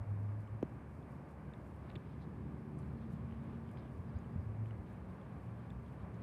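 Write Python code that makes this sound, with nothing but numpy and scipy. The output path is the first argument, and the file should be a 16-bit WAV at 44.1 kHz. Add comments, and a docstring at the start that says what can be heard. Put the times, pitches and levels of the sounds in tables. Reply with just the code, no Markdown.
"""A quiet room, close to a cat licking its coat. Saliva films part in small wet ticks and the barbed
tongue rasps through the fur, among faint grainy rings and very high clicks. One louder pop dives in
pitch, and a few soft bumps come through the bedding. Underneath lies a steady low rumble with a faint
hum, while traffic swells and engines drone far outside."""
import sys
import numpy as np
from scipy import signal
from scipy.fft import rfft, irfft
from scipy.io import wavfile
from scipy.ndimage import uniform_filter1d

SR = 44100
rng = np.random.default_rng(int(sys.argv[2]) if len(sys.argv) > 2 else 0)


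def generate_wav(sig):
    """Save sig (samples, or channels by samples) to the path in sys.argv[1] as 16-bit PCM at SR."""
    pcm = np.round(np.clip(np.atleast_2d(sig).T, -1, 1) * 32767).astype(np.int16)
    wavfile.write(sys.argv[1], SR, pcm)


N = 274302
T = np.arange(N) / SR

# deep rumble colour of the room and the bedding: f/Hz, density/dB
BASS_COLOUR = [(25, -48.5), (40, -20.5), (52, -11), (66, 3), (82, 0), (100, -2.5), (130, -28.5), (200, -46)]


def undb(db):
    """Decibels to gain."""
    return 10 ** (np.asarray(db) / 20)


def unit(x):
    """Scale to rms 1."""
    return x / np.sqrt(np.mean(x ** 2))


def add(out, s, sound):
    """Mix a sound in at time s."""
    i = max(int(s * SR), 0)
    out[i:i + len(sound)] += sound[:max(N - i, 0)]


def noise(colour):
    """Noise of rms 1 shaped by (f/Hz, density/dB) points, losing 20 dB an octave beyond both ends."""
    hz, db = np.transpose(colour)
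    octave, points = np.log2(np.fft.rfftfreq(N, 1 / SR) + 1), np.log2(hz)
    beyond = np.abs(octave - np.clip(octave, points[0], points[-1]))
    gain = undb(np.interp(octave, points, db) - 20 * beyond)
    return unit(irfft(rfft(rng.standard_normal(N)) * gain, N))


def resonate(x, hz, q):
    """Two equal resonators in series, with gain 1 at the centre."""
    b, a = signal.iirpeak(hz, q, fs=SR)
    return signal.lfilter(b, a, signal.lfilter(b, a, x))


def walk(per_s):
    """Smooth random drift of rms 1."""
    k = int(SR / per_s)
    steps = np.repeat(rng.standard_normal(N // k + 1), k)
    return unit(uniform_filter1d(uniform_filter1d(steps, k), k)[:N])


def flicks(count, per_s):
    """Sparse clicks of uneven size."""
    size_db = 3 * np.minimum(rng.exponential(size=count), 4)
    return (rng.random(count) < per_s / SR) * rng.choice([-1, 1], count) * undb(size_db)


def fade(t, t60):
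    """Exponential decay, 60 dB down after t60."""
    return undb(-60 * t / t60)


def hump(s, length):
    """A smooth swell from 0 to 1 and back, centred on time s."""
    return np.cos(np.pi * np.clip((T - s) / length, -.5, .5)) ** 2


def envelope(start, attack, hold, release):
    """Rounded attack, hold and release in seconds; a negative hold turns back short of 1."""
    ramp = np.minimum((T - start) / attack, 1 + (start + attack + hold - T) / release)
    return np.sin(np.pi / 2 * np.clip(ramp, 0, 1)) ** 2


def room(flicker_db=0.76):
    """Rumble through the walls in three registers; passing traffic lifts mainly the low mids."""
    # colours of the upper two registers: f/Hz, density/dB
    low_mid = [(70, -19.5), (105, 4), (135, 2.5), (185, 0.5), (250, -4.5), (330, -10.5), (450, -14),
               (700, -45.5)]
    air = [(200, -9.5), (400, 0.5), (580, 4.5), (660, 1.5), (1200, -0.5), (1300, -7), (1650, -6.5),
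           (1900, -11.5), (2300, -13), (2900, -22.5), (4000, -35), (6000, -63)]
    # far traffic going by: start/s, hold/s, nearness/0-1
    passes = [(1.591, 0.43, 1), (4.603, 0.69, 0.26)]
    traffic = sum(near * envelope(s, attack=0.87, hold=hold, release=2.8) for s, hold, near in passes)
    registers = ((BASS_COLOUR, -56, 1.5), (low_mid, -52, 3.5), (air, -60, .5))
    return sum(noise(colour) * undb(db + lift_db * traffic + flicker_db * walk(12))
               for colour, db, lift_db in registers)


def hum(hz=186.1, db=-61, waver=0.00574, flutter_db=3):
    """A faint hum in the building fades in, wavers around one pitch and ebbs."""
    cycles = np.cumsum(hz * (1 + waver * walk(8))) / SR
    swell = envelope(start=0.6, attack=1.4, hold=3.34, release=1.2)
    return np.sqrt(2) * np.sin(2 * np.pi * cycles) * undb(db + flutter_db * walk(7.5)) * swell


def motor(hz=72.5, climb_hz_per_s=.9, base_db=-64.5, swell_db=12.5, waver=0.00317, flutter_db=1.1):
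    """A far motor creeps up in speed as it goes by; each low partial swells at its own moment."""
    # partials: ratio to the rotation, relative level/dB, swell centre/s, swell length/s
    partials = [(1.001, -3.5, 2.9, 3.6), (1.72, -1.5, 3, 3.4), (2, -2.5, 2.75, 2.6), (3, -.5, 3.38, 3.17),
                (4, -8.5, 2.59, 1.36), (5, -7, 2.72, 0.94)]
    turns = np.cumsum((hz + climb_hz_per_s * T) * (1 + waver * walk(8))) / SR
    out = np.zeros(N)
    for ratio, partial_db, s, length in partials:
        db = base_db + partial_db + swell_db * hump(s, length) + flutter_db * walk(6.5)
        out += np.sqrt(2) * np.sin(2 * np.pi * (ratio * turns + rng.random())) * undb(db)
    return out


def engine_drones(attack_s=0.1, release_s=0.39, waver=0.0073, flutter_db=0.8):
    """Only one low firing tone of each far engine gets indoors; it swells, climbs and wavers."""
    # engine surges: start/s, length/s, starting f/Hz, climb/(Hz/s), level at full swell/dB
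    surges = [(0.023, 0.38, 99.05, 18, -39), (0.466, 0.11, 106, 12, -40), (4.397, 0.15, 108, 4, -43),
              (4.54, 0.12, 108.3, 8, -35.5), (5.33, 0.57, 116.5, 4.5, -51), (6.087, 0.15, 113, 5.8, -45)]
    out = np.zeros(N)
    for s, length, hz, climb, db in surges:
        pitch = (hz + climb * np.clip(T - s, 0, length)) * (1 + waver * walk(23))
        tone = np.sqrt(2) * np.sin(2 * np.pi * np.cumsum(pitch) / SR)
        swell = envelope(s, attack_s, length - attack_s - release_s / 2, release_s)
        out += tone * swell * undb(db - flutter_db * walk(35))
    return out


def weight_shifts():
    """Deep rustle of the bedding as the cat shifts its weight."""
    # movements: centre/s, length/s, level/dB
    moves = [(0.01, 0.16, -39), (1.75, 1, -56.5), (4.353, 1, -54)]
    return noise(BASS_COLOUR) * sum(undb(db) * hump(s, length) for s, length, db in moves)


def bumps(trim_db=-1):
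    """Padded pushes through the bedding, each only a few low swings long."""
    # soft bumps: centre/s, level before trim/dB, f/Hz, length/s
    pushes = [(1.962, -44.5, 347, 0.021), (1.971, -36, 128, 0.026), (3.138, -32.5, 135, 0.017),
              (3.997, -35.5, 85, 0.041), (4.163, -34.5, 82, 0.036), (4.361, -27.5, 122, 0.012),
              (4.394, -29.5, 90, 0.04), (4.466, -39, 100, 0.041), (4.494, -38, 87, 0.029),
              (4.797, -36.5, 84, 0.041), (5.773, -41.5, 63, 0.1), (6.034, -34.5, 139, 0.0091)]
    out = np.zeros(N)
    for s, db, hz, length in pushes:
        t = T[:int(length * SR)] - length / 2
        add(out, s - length / 2, undb(db + trim_db) * np.sin(2 * np.pi * hz * t) * np.hanning(len(t)))
    return out


def fur(hiss_db=-85.5, rest_db=-96, brush_db=-3, crackle_db=-2):
    """Over a faint steady hiss each lick brushes the fur, and single hairs crackle through it."""
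    # colour of hiss and brushing: f/Hz, density/dB
    colour = [(2500, -2.5), (4800, 4), (6000, -1), (7900, -1.5), (8250, 2), (10000, 0), (11500, -4),
              (14500, -6)]
    # licks over the top of the fur: centre/s, length/s, drive level/dB
    licks = [(0.199, .4, -94.5), (0.41, .1, -89), (0.72, 0.17, -95), (0.972, 0.2, -91), (1.134, 0.16, -89),
             (1.304, 0.09, -89), (1.69, 0.33, -91), (1.9, 0.17, -96), (2.86, 0.29, -93), (3.127, 0.08, -84),
             (3.44, .08, -92), (3.725, 0.13, -89), (3.95, 0.35, -94), (4.24, .16, -98), (4.43, 0.12, -95),
             (4.67, 0.08, -90), (4.92, .17, -94), (5.126, 0.1, -95), (5.437, .2, -94), (5.7, .1, -96),
             (5.9, 0.24, -93)]
    drive = undb(rest_db) + sum(undb(db) * hump(s, length) for s, length, db in licks)
    crackle = unit(resonate(flicks(N, per_s=500), hz=9000, q=1))
    hiss = undb(hiss_db) * noise(colour)
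    return hiss + drive * (undb(brush_db) * noise(colour) + undb(crackle_db) * crackle)


def nuzzle(start_s=1.24, rise_s=.6, db=-85.5, flicker_db=2.6):
    """The buried muzzle rubs unevenly in the deep coat."""
    # colour of the soft rustle: f/Hz, density/dB
    colour = [(2400, 4.5), (3300, 0.5), (4100, -4.5), (5200, -13.5)]
    fade_in = np.clip((T - start_s) / rise_s, 0, 1)
    return noise(colour) * undb(db + flicker_db * walk(9.7)) * fade_in


def tongue_rasp(hairs_per_s=700, q=2.6):
    """The barbs of the tongue flick single hairs: a swell of tiny uneven clicks for each stroke."""
    # strokes deep in the coat: centre/s, length/s, level/dB, brightest f/Hz
    strokes = [(1.89, 0.17, -85, 3500), (2.224, 0.084, -78, 3880), (2.791, 0.035, -80, 5700),
               (2.792, 0.038, -78, 8900), (3.025, 0.14, -82, 3470), (3.335, 0.12, -83.5, 3050),
               (3.676, 0.14, -80, 3100), (3.79, 0.07, -80, 3800), (3.84, 0.15, -80, 3050),
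               (4.17, 0.21, -85, 3900), (4.69, 0.11, -84, 3520), (4.886, .1, -84, 3300),
               (5.093, 0.091, -95, 3500), (5.324, .1, -89, 3300), (5.87, .08, -83, 3300),
               (6.013, .06, -80, 3180), (6.15, 0.064, -83.5, 3970)]
    out = np.zeros(N)
    for s, length, db, hz in strokes:
        n = int(length * SR)
        grain = unit(resonate(flicks(SR, hairs_per_s), hz, q))
        add(out, s - length / 2, undb(db) * grain[:n] * np.hanning(n))
    return out


def faint_rings(grains_per_s=900, q=12):
    """Faint, brief, grainy rings at two pitches, near 4150 and 4850 Hz."""
    # rings: centre/s, length/s, level/dB, f/Hz
    rings = [(2.828, .03, -85, 4130), (2.9, .04, -90, 4150), (2.985, .05, -89, 4170),
             (3.135, .05, -93, 4150), (3.26, .04, -90, 4170), (3.477, .05, -91, 4150),
             (3.786, .08, -85, 4900), (4.09, .06, -85, 4800), (4.18, 0.087, -85, 4830),
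             (4.33, 0.056, -89, 4850), (4.43, .09, -88, 4850)]
    out = np.zeros(N)
    for s, length, db, hz in rings:
        n = int(length * SR)
        ring = unit(resonate(flicks(SR // 4, grains_per_s), hz, q)[-n:])
        add(out, s - length / 2, undb(db) * ring * np.hanning(n))
    return out


def high_clicks():
    """Very high clicks with a brief ring: dry snaps in the fur, and pings atop wet mouth ticks."""
    # clicks: t/s, peak/dB, f/Hz, Q
    clicks = [(0.476, -76, 7500, 12), (1.537, -72, 7300, 6), (1.764, -68, 9500, 2.5),
              (2.7892, -58, 8900, 6), (3.112, -74, 7000, 1.5), (3.44, -72, 8550, 3), (3.7147, -61, 9800, 3),
              (3.918, -74, 8900, 16), (4.188, -66, 6750, 11), (4.899, -71, 12020, 5), (5.704, -73, 7640, 9),
              (6.144, -65, 6500, 3)]
    out = np.zeros(N)
    for s, db, hz, q in clicks:
        click = resonate(signal.unit_impulse(SR // 50), hz, q)
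        add(out, s, undb(db) * click / np.abs(click).max())
    return out


def mouth_ticks(rise_s=0.00076, crack_t60=0.003):
    """A film of saliva cracks and rings the modes of the mouth: a focused pip, or a hollow smack."""
    # tongue and lip ticks: t/s, ring peak/dB, f/Hz, t60/s, hollow body/dB, crack against ring/dB
    ticks = [(0.4745, -61, 2950, .012, -7, -22), (1.027, -69, 3420, .012, -10, -20),
             (1.5362, -54, 3600, .01, -4, -28), (1.8972, -63, 4500, .002, -12, -12),
             (1.9018, -49, 3750, .004, 1, -22), (1.9152, -56, 3900, .004, 2, -18),
             (1.955, -47, 4170, 0.0035, 2, -24), (1.9567, -43, 3600, .004, 2, -28),
             (1.9597, -49, 3300, .005, -8, -22), (1.9614, -47.5, 3400, .0065, -12, -28),
             (3.31, -54, 2860, .005, 0, -26), (3.3243, -55, 2960, 0.0078, -1, -28),
             (3.363, -66, 2950, .005, -4, -22), (3.6895, -57, 2850, .005, -1, -24),
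             (3.7728, -50, 3200, .005, 1, -22), (3.8775, -63, 2970, .005, -2, -22),
             (4.2442, -63, 2980, .011, -12, -22), (4.6582, -52, 3100, .006, 7, -22),
             (4.6602, -60, 3100, .004, 0, -20), (4.7083, -51, 2850, 0.01, -1, -24),
             (5.2145, -61, 3350, .008, -6, -22), (5.7032, -53.5, 3500, .01, -4, -30)]
    # mouth modes: ratio to the tick's pitch, relative level/dB, share of the hollow body/0-1
    mouth_modes = [(.52, -1.5, 0.9), (.73, -1, 1), (1, -1, 0), (2.1, -25.5, 0)]
    out, t = np.zeros(N), T[:SR // 30]
    parting = 1 - np.exp(-(t / rise_s) ** 2)  # the film parts gradually, which keeps the tick round
    for s, db, hz, t60, body_db, crack_db in ticks:
        modes = sum((-1) ** k * undb(mode_db + share * body_db) * np.sin(2 * np.pi * ratio * hz * t)
                    for k, (ratio, mode_db, share) in enumerate(mouth_modes))
        ring = modes * parting * fade(t, t60)
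        crack = rng.choice([-1, 1], len(t)) * fade(t, crack_t60)
        add(out, s, undb(db) * (ring / np.abs(ring).max() + undb(crack_db) * crack))
    return out


def pop(at_s=0.6275, swell_s=0.0036, snap_hz=890, snap_s=0.00057, glide_hz=501, glide_s=0.004,
        end_hz=146, tail_hz=130, chirp_db=-25, tail_db=-38, crack_db=-48, click_db=-59):
    """A round plop: the pitch plunges from a bright snap, then glides down into a low tail."""
    # brief high rings: f/Hz, level/dB, t60/s
    high_rings = [(2150, -50.5, 0.013), (3120, -58, .01), (5700, -66, 0.0062)]
    t = T[:SR // 5]
    pitch = end_hz + glide_hz * np.exp(-t / glide_s) + snap_hz * np.exp(-t / snap_s)
    swell = t / swell_s * np.exp((1 - (t / swell_s) ** 2) / 2)
    chirp = undb(chirp_db) * np.sin(2 * np.pi * np.cumsum(pitch) / SR) * swell
    tail_shape = (1 - np.exp(-t / glide_s)) * fade(t, t60=0.15)
    tail = undb(tail_db) * np.sin(2 * np.pi * tail_hz * t) * tail_shape
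    rings = sum((-1) ** k * undb(db) * np.sin(2 * np.pi * hz * t) * fade(t, t60)
                for k, (hz, db, t60) in enumerate(high_rings))
    dull_noise = unit(resonate(rng.standard_normal(len(t)), hz=1400, q=1))
    crack = undb(crack_db) * dull_noise * fade(t, t60=0.012)
    click = undb(click_db) * rng.choice([-1, 1], len(t)) * fade(t, t60=0.0011)
    out = np.zeros(N)
    add(out, at_s, chirp + tail + rings + crack + click)
    return out


def scene():
    """The grooming cat on its bedding, over the room and the far traffic, in mono."""
    grooming = fur() + nuzzle() + tongue_rasp() + faint_rings() + mouth_ticks() + high_clicks() + pop()
    bedding = bumps() + weight_shifts()
    background = room() + hum() + motor() + engine_drones()
    return (background + bedding + grooming)[None]


def record(dry, low_cut_hz=38, top_hz=15000):
    """A phone microphone drops the deepest bass and cuts the top."""
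    thin = signal.sosfilt(signal.butter(3, low_cut_hz, "high", fs=SR, output="sos"), dry)
    return signal.sosfilt(signal.ellip(8, .2, 70, top_hz, fs=SR, output="sos"), thin)


dry = scene()
out = record(dry)
generate_wav(out)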